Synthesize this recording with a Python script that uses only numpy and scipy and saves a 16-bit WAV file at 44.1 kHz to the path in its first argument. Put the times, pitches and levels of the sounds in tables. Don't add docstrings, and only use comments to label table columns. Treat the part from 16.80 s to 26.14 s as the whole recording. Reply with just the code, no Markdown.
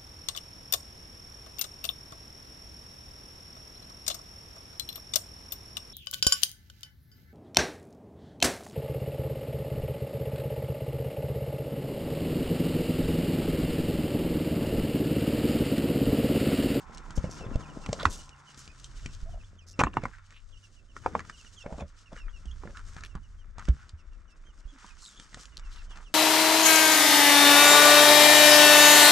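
import sys
import numpy as np
from scipy import signal
from scipy.fft import rfft, irfft, next_fast_len
from scipy.io import wavfile
from scipy.ndimage import map_coordinates

SR = 44100
rng = np.random.default_rng(int(sys.argv[2]) if len(sys.argv) > 2 else 0)


def store_wav(level_fs):
    pcm = np.round(np.clip(np.atleast_2d(level_fs), -1, 1) * 32767)
    wavfile.write(sys.argv[1], SR, pcm.T.astype(np.int16))


N = 411894


def amp(db):
    return 10 ** (np.asarray(db) / 20)


def unit(x):
    return x / np.sqrt(np.mean(x ** 2) + 1e-20)


def along(points, hz):
    f, v = np.transpose(points)
    return np.interp(np.log(hz + 1), np.log(f + 1), v)


def curves(rows):
    s, *cols = np.transpose(rows)
    t = np.arange(N) / SR
    mask = np.clip(np.minimum(t - s[0], s[-1] - t) / 0.0027, 0, 1)
    return [np.interp(t, s, c) for c in cols], mask


def wobble(rate_hz):
    at = np.arange(0, N + 8, 8)
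    knots = rng.standard_normal(int(N * rate_hz / SR) + 4)
    smooth = map_coordinates(knots, [at * rate_hz / SR])
    return unit(np.interp(np.arange(N), at, smooth))


def filtered(x, response):
    m = next_fast_len(x.shape[-1] + 4096)
    spectrum = rfft(x, m) * response(np.fft.rfftfreq(m, 1 / SR))
    return irfft(spectrum, m)[..., :x.shape[-1]]


def sides(pan_db):
    return amp([[pan_db / 2], [-pan_db / 2]])


def add(track, s, sound):
    part = track[:, round(s * SR):][:, :sound.shape[1]]
    part += sound[:, :part.shape[1]]


# f/Hz, correlation
LIKENESS = [(30, 0.9), (150, 0.56), (1000, 0.72), (4000, 0.66), (8000, 0.91), (13000, 0.12)]


def grainy_noise(spectrum, grains_hz, spread_db, share, lumpy_db, lumps_hz):
    struck = rng.random(N) < grains_hz / SR
    grain_gain = amp(spread_db * np.minimum(rng.exponential(size=N), 2))
    hits = struck * grain_gain * rng.standard_normal(N)
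    pair = rng.standard_normal((2, N)) + share * unit(hits) * [[1], [.3]]

    def mid_side(hz):
        turn = np.arccos(np.clip(along(LIKENESS, hz), -1, 1)) / 2
        return amp(along(spectrum, hz)) * [np.cos(turn), np.sin(turn)]

    mid, side = filtered(pair, mid_side)
    return unit(amp(lumpy_db * wobble(lumps_hz)) * np.array([mid + side, mid - side]))


def tone(rows, waver, throb_db, throbs_hz, octave_db):
    (hz, db), mask = curves(rows)
    turn = 2 * np.pi * np.cumsum(hz * (1 + waver * wobble(throbs_hz))) / SR
    gain = mask * np.sqrt(2) * amp(db + throb_db * wobble(throbs_hz))
    return gain * (np.sin(turn) + amp(octave_db) * np.sin(2 * turn))


# f/Hz, t60/s
ROCK_T60 = [(150, 0.26), (1000, 0.036), (3000, 0.086), (9000, 0.058)]


def rock_face(x, wet_db):
    hz, t, z = signal.stft(rng.standard_normal((2, 3200)), SR, nperseg=128)
    fade = amp(-60 * t / along(ROCK_T60, hz)[:, None])
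    mid, side = signal.istft(z * fade, SR, nperseg=128)[1]
    tail = mid + 0.26 * side * np.array([[1], [-1]])
    delayed = np.pad(x, (130, 0))[None]
    return amp(wet_db) * signal.fftconvolve(delayed, tail / np.linalg.norm(tail[0]), axes=1)


# t/s, buffet level/dB, flutter level/dB
WIND_LEVELS = [(0.0, -65, -57.5), (0.28, -46, -71), (0.52, -43, -52), (0.96, -50.5, -56.5),
               (1.2, -39.5, -51.5), (1.64, -62, -64.5), (2.55, -36.5, -50.5), (2.76, -50, -64),
               (2.99, -57, -62), (3.15, -43.5, -53.5), (3.43, -54, -69.5), (4.0, -57, -66),
               (4.42, -54, -49.5), (4.55, -54, -65), (5.33, -50, -73), (5.46, -41.5, -67),
               (5.72, -41.5, -55), (6.53, -48.5, -57.5), (7.02, -46.5, -57.5), (7.23, -47, -67),
               (7.46, -50.5, -65), (8.43, -57, -69.5), (8.87, -42, -59.5), (9.34, -51.5, -66)]
# f/Hz, relative level/dB per Hz
BUFFET_COLOUR = [(12, -24), (25, 8), (45, 0), (70, -10), (110, -32), (200, -88)]
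# f/Hz, relative level/dB per Hz
FLUTTER_COLOUR = [(40, -30.5), (70, 6), (100, -3.5), (160, -12.5), (220, -16.5), (350, -56)]
GUSTY_DB, SWAY_DB = 2.5, 6


def wind():
    (buffet_db, flutter_db), _ = curves(WIND_LEVELS)
    buffet = grainy_noise(BUFFET_COLOUR, 30, 3, share=.3, lumpy_db=GUSTY_DB, lumps_hz=7)
    flutter = grainy_noise(FLUTTER_COLOUR, 40, 4, share=.5, lumpy_db=GUSTY_DB, lumps_hz=12)
    pan_db = SWAY_DB * wobble(3.8)
    return amp([pan_db / 2, -pan_db / 2]) * (amp(buffet_db) * buffet + amp(flutter_db) * flutter)


ROCK_LEAD_S, ROCK_SETTLE_S = 0.013, 0.017
ROCK_GROWS = 0.6


def rocking():
    s, db = np.transpose(BLOWS)[:2]
    power = np.bincount((s * SR).astype(int), amp(ROCK_GROWS * db) ** 2, N)
    t = np.arange(-SR // 5, SR // 5 + 1) / SR
    swell = np.exp(2 * np.minimum(t / ROCK_LEAD_S, -t / ROCK_SETTLE_S))
    return np.sqrt(np.abs(signal.fftconvolve(power, swell, "same")))


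# t/s, length/s, gravel and cloth level/dB, grinding level/dB
FOOT_SHUFFLES = [(0.52, 0.15, -58.5, -78), (1.106, 0.36, -59.5, -60), (1.754, 0.13, -58, -72),
                 (2.2, 0.084, -80, -98), (3.755, 0.17, -70, -78.5), (4.141, 0.21, -64.5, -83),
                 (4.505, 0.71, -72, -86), (5.155, 0.1, -63, -82), (5.314, 0.092, -64.5, -65),
                 (5.968, 0.4, -87, -69), (6.774, 0.15, -66.5, -69), (6.908, 0.21, -68, -66.5),
                 (7.931, 0.22, -67, -61.5), (8.225, 0.29, -77, -72.5), (8.555, 0.11, -58, -61.5),
                 (8.78, 0.29, -66, -63.5)]


def shuffling():
    out = np.zeros((2, N))
    for s, length_s, step_db, drag_db in FOOT_SHUFFLES:
        swell = np.sin(np.linspace(0, np.pi, round(length_s * SR)))
        add(out, s, amp([[step_db], [drag_db]]) * swell)
    return out


# t/s, gravel and cloth level/dB, grinding level/dB, shifting stones level/dB
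BED_LEVELS = [(0.0, -65, -58, -61), (0.65, -61.5, -56, -47.5), (1.09, -62.5, -61, -52),
              (1.27, -64, -73, -48.5), (1.56, -64.5, -62, -66.5), (2.26, -58.5, -62.5, -62),
              (2.84, -76.5, -70.5, -69.5), (3.17, -71, -62.5, -54), (3.28, -66.5, -61, -90),
              (3.59, -70.5, -71, -74.5), (4.11, -71.5, -73.5, -70), (4.37, -67, -58.5, -55),
              (4.6, -62, -67, -69.5), (5.1, -71.5, -67.5, -71), (6.19, -63, -66.5, -66),
              (6.35, -73, -70.5, -73), (7.6, -76, -68, -68), (8.27, -62.5, -65.5, -68),
              (8.95, -67.5, -64.5, -68), (9.34, -68.5, -67.5, -64)]
# f/Hz, relative level/dB per Hz
SHIFT_COLOUR = [(59, -32.5), (100, -4.5), (161, 1.5), (439, -8.5), (477, -9.5), (652, -10), (900, -25.5),
                (1170, -39.5), (1980, -120)]
# f/Hz, relative level/dB per Hz
GRIND_COLOUR = [(470, -39.5), (800, -13.5), (1320, -3), (1430, -4), (1710, -7), (2440, -14.5), (2760, -19),
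                (3170, -25), (3600, -18.5), (4680, -58.5), (7920, -120)]
# f/Hz, relative level/dB per Hz
GRIT_COLOUR = [(1760, -19.5), (3000, 0.5), (3170, -3), (4120, -3.5), (5530, 0.5), (6840, -1.5), (9130, -9),
               (10500, -28.5), (12200, -19), (13200, -37.5), (15500, -52)]
# shifting, grinding, gravel level/dB
ROCKING_DB = (-42, -42.5, -61.5)
WAVER_DB, SPLIT_HZ = 1, 5000


def motion():
    (grit_db, grind_db, shift_db), _ = curves(BED_LEVELS)
    step, drag = shuffling()
    shift_gain, grind_gain, grit_gain = amp(ROCKING_DB)[:, None] * rocking()
    shift = grainy_noise(SHIFT_COLOUR, 120, 5, share=.8, lumpy_db=2, lumps_hz=30)
    shift = (amp(shift_db) + shift_gain) * shift
    grind = grainy_noise(GRIND_COLOUR, 200, 8.6, share=0.46, lumpy_db=1.5, lumps_hz=73)
    grind = (amp(grind_db) + grind_gain + drag) * grind
    grit = grainy_noise(GRIT_COLOUR, 500, 4, share=0.64, lumpy_db=3.0, lumps_hz=35)
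    grit = (amp(grit_db) + grit_gain + step) * grit
    lower = filtered(grit, lambda hz: 1 / (1 + (hz / SPLIT_HZ) ** 4))
    upper = grit - lower
    return shift + grind + amp(WAVER_DB * wobble(8)) * lower + amp(WAVER_DB * wobble(6.7)) * upper


# t/s, level/dB
RUSH_LEVEL = [(0, -55.5), (.6, -55.5), (1.2, -54), (1.7, -65), (1.8, -74), (2.6, -73)]
# f/Hz, relative level/dB per Hz
RUSH_BANDS = [(500, -67.5), (700, -12.5), (780, 2.5), (900, -1.5), (1050, 6.5), (1180, -10.5), (1350, 4),
              (1500, -12.5), (1900, -45)]


def far_rush():
    (db,), mask = curves(RUSH_LEVEL)
    return amp(db) * mask * grainy_noise(RUSH_BANDS, 100, 2, share=.1, lumpy_db=1, lumps_hz=6)


# t/s, f/Hz, level/dB
DRONE_LINE = [(0, 146, -68.5), (.9, 148, -56.5), (1.6, 144.2, -65.5), (2.5, 127.3, -60.5)]
# t/s, f/Hz, level/dB
HUM_LINE = [(2.1, 90.5, -64.5), (2.8, 94, -53.5), (3.6, 98, -65), (4.2, 97, -64.5), (5.2, 96.7, -65.5),
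            (6.2, 85.53, -54), (7.4, 83.9, -67)]


def hums():
    drone = tone(DRONE_LINE, .03, 2, 10, octave_db=-24)
    return drone + tone(HUM_LINE, .03, 2, 8, octave_db=-25)


# t/s, length/s, level/dB before the stroke
# fades, resonance f/Hz, width/Hz
RUBS = [(0.496, 0.079, -50.5, 5700, 2370), (0.6, 0.13, -48.5, 440, 249), (0.147, 0.0073, -51, 5470, 2900),
        (2.989, 0.022, -53, 800, 510), (4.243, 0.025, -53, 990, 800), (1.229, 0.0076, -37, 3570, 2440),
        (1.203, 0.015, -37, 1240, 500), (4.306, .12, -43.5, 186.6, 120), (0.354, 0.049, -51, 6000, 3000),
        (1.062, 0.0093, -37.5, 2460, 1540), (1.193, .04, -46.5, 3500, 1200), (1.301, 0.082, -56, 3580, 600),
        (2.16, .06, -58.5, 2450, 2500), (3.53, 0.086, -59.5, 2720, 1210), (8.203, 0.13, -56, 7160, 1500),
        (8.209, 0.11, -56.5, 5230, 2500), (8.905, 0.14, -59, 3680, 2880), (1.183, 0.063, -40.5, 1210, 900),
        (1.29, 0.13, -49, 6400, 3980), (1.77, 0.063, -53, 6200, 3040), (2.864, 0.081, -54.5, 5500, 3000),
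        (2.989, 0.029, -28, 2490, 394), (2.991, 0.038, -25.5, 960, 775), (2.992, 0.032, -43, 5940, 1800),
        (3.058, 0.036, -48.5, 2640, 350), (3.132, 0.011, -42.5, 2640, 400), (3.23, 0.019, -46.5, 2200, 300),
        (3.252, 0.017, -36.5, 2060, 347), (3.319, 0.067, -56, 1580, 700), (4.832, 0.1, -48, 600, 300),
        (4.892, 0.11, -49, 590, 300), (4.985, 0.055, -42.5, 627, 500), (4.995, 0.036, -56, 2500, 253),
        (5.314, 0.042, -53, 610, 406), (5.352, 0.07, -54, 1530, 790), (5.846, 0.1, -55.5, 435, 400),
        (5.942, 0.077, -49.5, 1350, 510), (6.171, 0.026, -47.5, 1450, 910),
        (6.243, 0.032, -50.5, 2680, 3000), (6.348, 0.041, -48.5, 1120, 596), (6.785, 0.058, -49, 1300, 900),
        (6.873, 0.042, -48.5, 1490, 1200), (6.997, 0.069, -59, 1500, 400), (8.039, 0.032, -68, 1300, 1000),
        (8.221, 0.034, -57.5, 1250, 500), (8.587, 0.14, -68, 6500, 3000), (8.745, .006, -70, 4400, 2500),
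        (8.77, 0.0035, -42.5, 4340, 1990), (8.776, .005, -44, 4350, 2340), (8.788, 0.005, -49, 4380, 2500),
        (9.087, 0.18, -54, 1160, 960)]


def scrapes():
    out = np.zeros((2, N))
    for s, length_s, db, hz, width_hz in RUBS:
        u = np.arange(7000) / SR / length_s
        caught = rng.random(len(u)) < .04
        catches = rng.standard_normal((2, len(u))) * amp(4 * rng.standard_normal(len(u))) * caught
        stroke = np.clip(u / .15, 0, 1) * np.clip((1 - u) / 0.49, 0, 1)
        body = lambda f: (1j * f * width_hz / (hz ** 2 - f ** 2 + 1j * f * width_hz)) ** 2
        near, far = filtered(catches, body)
        add(out, s, amp(db) * stroke * unit(np.array([near + 0.1 * far, near - 0.3 * far])))
    return out


# t/s, ring peak level/dB, strongest ring f/Hz, dull body f/Hz,
# body level/dB and crack level/dB over the ring
BLOWS = [(0.173, -47.5, 1810, 237, -4, 9), (0.18, -50, 1820, 237, -15, 13.5),
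         (0.306, -48, 1060, 132, 17.5, 11), (0.376, -33, 483, 152, 18.5, 5),
         (0.441, -28.5, 501, 139, 15.5, -10), (0.525, -57, 1040, 130, -2, 15),
         (0.608, -38.5, 564, 148, 8, -3), (0.664, -43.5, 546, 132, 23, -9),
         (0.714, -48, 505, 240, 24.5, -9), (0.756, -29, 590, 131, 15, -5.5),
         (0.806, -35.5, 1170, 132, -14, -9), (1.061, -32.5, 1110, 160, 0, 0.5),
         (1.089, -31.5, 506, 154, 15, -4), (1.128, -22.5, 604, 530, -3, 6.5),
         (1.207, -31, 1280, 132, -13, -5), (1.23, -27, 490, 486, -12, -19),
         (1.2537, -2, 1212, 297.6, -15, -19), (1.492, -61.5, 1410, 148, -6, 21),
         (1.744, -52, 1260, 153, 6, 10), (1.776, -56.5, 1360, 202, 16, 12), (1.877, -42, 2920, 154, 6, 1.5),
         (2.043, -59, 2070, 188, -3, 27), (2.26, -29, 2330, 139, 6.5, -2), (2.991, -24, 511, 255, 11, 6),
         (3.009, -22.5, 960, 133, 10, -33), (3.013, -10.5, 880, 507, -0.5, -21),
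         (3.036, -6, 1177, 223, -6.5, -18.5), (3.069, -18.5, 975, 320, -5, -34),
         (3.139, -35, 1240, 172, 0.5, -9.5), (3.169, -10.5, 966, 298, -6, -27),
         (3.235, -28.5, 587, 132, 9.5, -5), (3.254, -18, 920, 197, -9.5, -21.5),
         (3.384, -43.5, 1640, 132, -30, -13), (3.506, -46, 1827, 132.2, -20, -2.5),
         (3.524, -45.5, 1885, 132, -29, -6), (4.165, -28.5, 1240, 332, -16, -15.5),
         (4.261, -11.5, 915, 498, -2, -25.5), (4.351, -12, 820, 504, -6.5, -42),
         (4.393, -25.5, 1690, 504, -20, -13.5), (4.404, -31, 1320, 133, -12, -12),
         (4.45, -43, 1266, 156, -10, -8), (4.497, -28.5, 1390, 171, -13, -8),
         (4.647, -44.5, 1410, 156, 0, -1.5), (4.861, -29, 613, 164, 5.5, -17),
         (4.924, -32.5, 605, 154, 9, -16), (4.982, -39, 659, 229, 9.5, -4), (5.006, -32, 644, 148, -7, -6),
         (5.021, -33, 560, 161, 10.5, -25), (5.329, -42, 644, 200, 12.5, -1),
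         (5.364, -40, 1520, 480, -1, -7), (5.482, -38, 1440, 162, -25, -33),
         (5.655, -56, 710, 196.5, 19, 15), (5.835, -35, 860, 367, 2.5, -36),
         (5.853, -42, 510, 161, 14.5, -34), (5.874, -36.5, 1450, 191, 7.5, -31),
         (5.971, -35, 1440, 132, -17, -1), (6.165, -35.5, 1292, 132, 4.5, -5.5),
         (6.207, -42.5, 1192, 132, -1, -1), (6.236, -30.5, 1800, 145, -23, -2.5),
         (6.352, -44.5, 1384, 132, 21.5, 0), (6.782, -34, 967, 153, -1, -3),
         (6.794, -34, 1290, 134, -4.5, -7), (6.853, -45, 1610, 194, -13, 3.5),
         (6.885, -38.5, 550, 133, 26.5, 11), (7.092, -57, 1340, 143.4, -3, 18.5),
         (8.044, -39.5, 993, 222.6, -3, -26.5), (8.398, -40, 1460, 193, 0, 3.5),
         (8.53, -43.5, 1660, 137, -15, -8), (8.544, -33.5, 1580, 137, -3.5, 1),
         (8.571, -44, 640, 145, 8, -9), (8.655, -60.5, 2990, 159, -8, 22), (8.777, -53, 1420, 172, -19, 8),
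         (8.795, -43.5, 1430, 137, -22, 2), (9.158, -42, 1250, 132, -18, -4),
         (9.172, -40.5, 1600, 205, -15, -0.5)]
# f/Hz, relative level/dB
STONE_MODES = [(520, -2), (660, -6), (810, -4), (1030, 0.5), (1280, 2.5), (1500, -1), (1800, 5.5),
               (2230, 7.5), (2570, 3.5), (3100, -5), (3600, -14.5)]
# f/Hz, relative level/dB per Hz
CRACK_COLOUR = [(900, -47), (1800, -11.5), (3000, 4.5), (4500, 2), (6000, 3), (8000, 0.5), (10000, -23.5),
                (14000, -49)]
SOFT_T60_S, HARD_T60_S = 0.015, 0.0072
WALL_PAN_DB = -0.4


def knocks():
    out, t = np.zeros((2, N)), np.arange(2000) / SR
    hz, level_db = np.transpose(STONE_MODES)[:, :, None]
    for s, db, ring_hz, body_hz, body_db, crack_db in BLOWS:
        t60_s = np.interp(db, [-40, 0], [SOFT_T60_S, HARD_T60_S])
        off_pitch_db = 26 * np.tanh(np.log2(hz / ring_hz) ** 2)
        near = amp(level_db + 2 * rng.standard_normal(hz.shape) - off_pitch_db)
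        tune = 1 + 0.06 * rng.standard_normal(hz.shape)
        contact = 1 - np.exp(-(t * ring_hz / 1.3) ** 2)
        free = np.maximum(t - 2.6 / ring_hz, 0)
        fade = amp(-60 * free / t60_s * np.sqrt(hz / ring_hz))
        modes = near * np.sin(2 * np.pi * hz * tune * (t - 1.3 / ring_hz)) * fade
        ring = np.sum(modes, 0) * contact
        thud = np.sin(2 * np.pi * body_hz * t) * amp(-60 * t / 0.016) * (1 - np.exp(-t / 0.00034))
        grit = filtered(rng.standard_normal(len(t)), lambda f: amp(along(CRACK_COLOUR, f)))
        crack = unit(grit) * amp(-60 * t / 0.013) * contact
        blow = amp(db) * (ring / np.abs(ring).max() + amp(body_db) * thud + amp(crack_db) * crack)
        add(out, s, sides(rng.normal(WALL_PAN_DB, 1.5)) * blow)
        add(out, s, rock_face(blow, wet_db=-10))
    return out


# t/s, peak level/dB before pan, f/Hz, t60/s, rise/s, left over right/dB
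BUMPS = [(0.378, -19.5, 57, 0.046, 0.006, 11.5), (0.755, -19, 42.4, 0.019, 0.0042, -7),
         (1.092, -25.5, 129, 0.048, 0.0034, -0.5), (1.258, -21.5, 79, 0.079, 0.0079, -1),
         (2.428, -29.5, 30.6, 0.18, 0.0026, -5), (3.011, -36, 128, 0.11, 0.0061, -2),
         (3.049, -26, 58.6, 0.08, 0.005, -1.5), (3.171, -29, 119, 0.074, 0.0049, -2),
         (4.859, -56, 61.9, 0.074, 0.0039, -3), (4.923, -36.5, 63, 0.38, 0.0065, -2.0),
         (5.01, -32, 74.4, 0.12, 0.011, -1), (5.66, -33.5, 60.5, 0.45, 0.0075, -5),
         (6.356, -29.5, 59.5, 0.073, 0.0017, -1), (6.886, -11, 60.5, 0.092, 0.012, -1.5),
         (7.131, -33.5, 74.4, 0.11, 0.0064, -1.5), (7.851, -32.5, 32.5, 0.19, 0.0048, -6)]


def thumps():
    out, t = np.zeros((2, N)), np.arange(SR // 4) / SR
    for s, db, hz, t60_s, rise_s, pan_db in BUMPS:
        swing = np.sin(2 * np.pi * hz * t) * amp(-60 * t / t60_s) * (1 - np.exp(-(t / rise_s) ** 2))
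        add(out, s, amp(db) * sides(pan_db) * swing / np.abs(swing).max())
    return out


# t/s, length/s, start f/Hz, middle f/Hz, end f/Hz, nominal level/dB
CHICK_PEEPS = [(0.442, 0.051, 3020, 2720, 2550, -60), (0.498, 0.051, 3160, 2590, 2420, -62),
               (0.585, 0.073, 3100, 2710, 2570, -56), (0.651, 0.02, 3720, 3240, 2820, -59),
               (0.726, 0.027, 3000, 2720, 2650, -58), (0.811, 0.08, 3670, 2570, 2640, -57.5),
               (0.887, 0.036, 3120, 2900, 2600, -59), (1.035, 0.033, 2820, 2660, 2560, -56),
               (1.372, 0.04, 3050, 2950, 2850, -60), (1.513, 0.03, 2990, 2880, 2700, -61),
               (1.669, .03, 3000, 2990, 2720, -58), (1.702, 0.019, 3250, 2860, 2670, -60),
               (1.887, 0.048, 2550, 2500, 2550, -63), (2.275, .05, 2960, 2670, 2400, -63),
               (2.505, .046, 3400, 3000, 2870, -66), (2.588, 0.032, 3150, 2690, 2560, -63.5),
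               (2.636, 0.021, 2870, 3400, 3350, -59), (2.774, 0.075, 3650, 2690, 2430, -62.5),
               (2.925, 0.04, 2900, 2710, 2540, -65), (3.207, 0.018, 2860, 2570, 2450, -59),
               (3.716, 0.029, 3630, 3280, 3000, -64.5), (3.724, 0.059, 2970, 2805, 2670, -64.5),
               (3.759, 0.028, 2800, 2980, 2900, -65), (3.826, .04, 2980, 2820, 2560, -63.5),
               (3.962, 0.043, 3030, 2794, 2520, -64), (4.085, .037, 3090, 2970, 2650, -65),
               (4.217, 0.032, 2900, 2980, 3080, -65.5), (4.515, .054, 3000, 2900, 2570, -62),
               (4.572, 0.061, 3300, 2800, 2520, -60), (4.646, 0.035, 3070, 2950, 2600, -58),
               (4.764, 0.078, 3510, 2900, 2550, -56), (4.818, 0.016, 2775, 3450, 3650, -55.5),
               (4.996, .032, 3730, 3560, 3370, -60), (5.257, 0.034, 2840, 2730, 2480, -58.5),
               (5.372, 0.053, 2920, 2814, 2630, -54.5), (5.417, 0.054, 2600, 2480, 2400, -67),
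               (5.488, 0.016, 2930, 3270, 3300, -62.5), (5.53, 0.055, 2900, 2790, 2500, -55.5),
               (5.659, 0.052, 3430, 2930, 2840, -60), (5.71, .012, 2970, 3320, 3420, -54),
               (6.288, 0.045, 3000, 2780, 2680, -64.5), (6.43, 0.04, 3030, 2880, 2620, -64.5),
               (6.585, 0.05, 3220, 3050, 2650, -67.5), (7.179, .046, 3080, 2700, 2500, -70.5),
               (7.31, 0.049, 2950, 2750, 2550, -73), (7.408, 0.028, 2240, 2310, 2386, -80),
               (7.477, 0.071, 3040, 2710, 2620, -69), (7.652, 0.066, 3060, 3150, 2700, -65),
               (7.833, 0.025, 3170, 2850, 2700, -75), (7.874, 0.0473, 3150, 3390, 3100, -64.5),
               (8.075, 0.062, 3320, 2590, 2480, -61.5), (8.719, 0.039, 2970, 2820, 2560, -65),
               (8.823, 0.058, 3030, 2750, 2600, -61), (8.939, 0.084, 3080, 2860, 2440, -59.5),
               (9.072, .085, 3120, 2890, 2430, -61.5), (9.104, 0.081, 3600, 2900, 2460, -60),
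               (9.244, 0.054, 3770, 2870, 2650, -60)]
# t/s, left phase lead/rad, left over right/dB
CHICK_BEARING = [(0, -0.0052, 14), (1.2, 0.11, -9), (2.8, -0.38, -5.5), (3.95, -1, -10), (4.5, 1.2, -5.5),
                 (6.5, 0.096, -4.5), (7.65, .68, -10), (9.3, -1.04, -9)]


def chicks():
    out, (when, *bearing) = np.zeros((2, N)), np.transpose(CHICK_BEARING)
    for s, length_s, start_hz, middle_hz, end_hz, db in CHICK_PEEPS:
        u = np.linspace(0, 1, round(length_s * SR))
        glide = np.polyfit([0, .5, 1], [start_hz, middle_hz, end_hz], deg=2)
        turn = 2 * np.pi * np.cumsum(np.polyval(glide, u)) / SR
        lead, pan_db = (np.interp(s, when, c) for c in bearing)
        quaver_db = 4.5 * np.interp(u, np.linspace(0, 1, num=9), rng.standard_normal(size=9))
        whistle = np.sin(turn + lead / 2 * np.array([[1], [-1]]))
        octave = amp(rng.normal(-10, 3)) * np.sin(2 * turn)
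        peep = amp(db + quaver_db) * np.sin(np.pi * u) ** .5 * (whistle + octave)
        add(out, s, sides(pan_db) * peep)
    return out + rock_face(out.sum(axis=0), wet_db=-14)[:, :N]


# t/s, length/s, start f/Hz, end f/Hz, nominal level/dB
HEN_CLUCKS = [(2.457, 0.058, 618.7, 712.7, -49), (2.51, 0.055, 706, 650.4, -47),
              (2.554, .036, 681, 649, -58), (7.919, 0.058, 305, 238, -55)]
HUSH_DB = -90.5


def hen():
    shape = [(0, -np.inf), (.06, -9), (.65, 0), (.95, -6), (1, -np.inf)]
    notes = [(s + u * length_s, start_hz + u * (end_hz - start_hz), max(db + step_db, HUSH_DB))
             for s, length_s, start_hz, end_hz, db in HEN_CLUCKS for u, step_db in shape]
    return tone(sorted(notes), .03, 3, 220, octave_db=-19)


# t/s, weave pitch f/Hz, level/dB
SLEEVE_SWISH = [(8.19, 4600, -81), (8.225, 4280, -63), (8.255, 3990, -54.5), (8.29, 3700, -60),
                (8.34, 3400, -73), (8.375, 3370, -61), (8.39, 3360, -60), (8.44, 3050, -72)]


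def swish():
    return tone(SLEEVE_SWISH, .04, 5, 600, octave_db=-6)


def scene():
    beds = wind() + motion() + far_rush() + hums()
    contacts = scrapes() + knocks() + thumps()
    return beds + contacts + chicks() + hen() + swish()


# f/Hz, left lead/rad
PORT_LEAD = [(100, 0), (800, .4), (1300, .1), (2500, -1.3), (3400, -.9), (4300, 0)]
# f/Hz, level/dB
TREBLE_ROLLOFF = [(9500, 0), (12000, -2), (15500, -12)]
CEILING, TOP_HZ = .62, 15770


def record(dry):
    held = dry / np.sqrt(np.sqrt(1 + np.square(np.square(dry / CEILING))))
    ports = lambda hz: np.exp(.5j * along(PORT_LEAD, hz) * np.array([[1], [-1]]))
    return filtered(held, lambda hz: ports(hz) * amp(along(TREBLE_ROLLOFF, hz)) * (hz < TOP_HZ))


dry = scene()
out = record(dry)
store_wav(out)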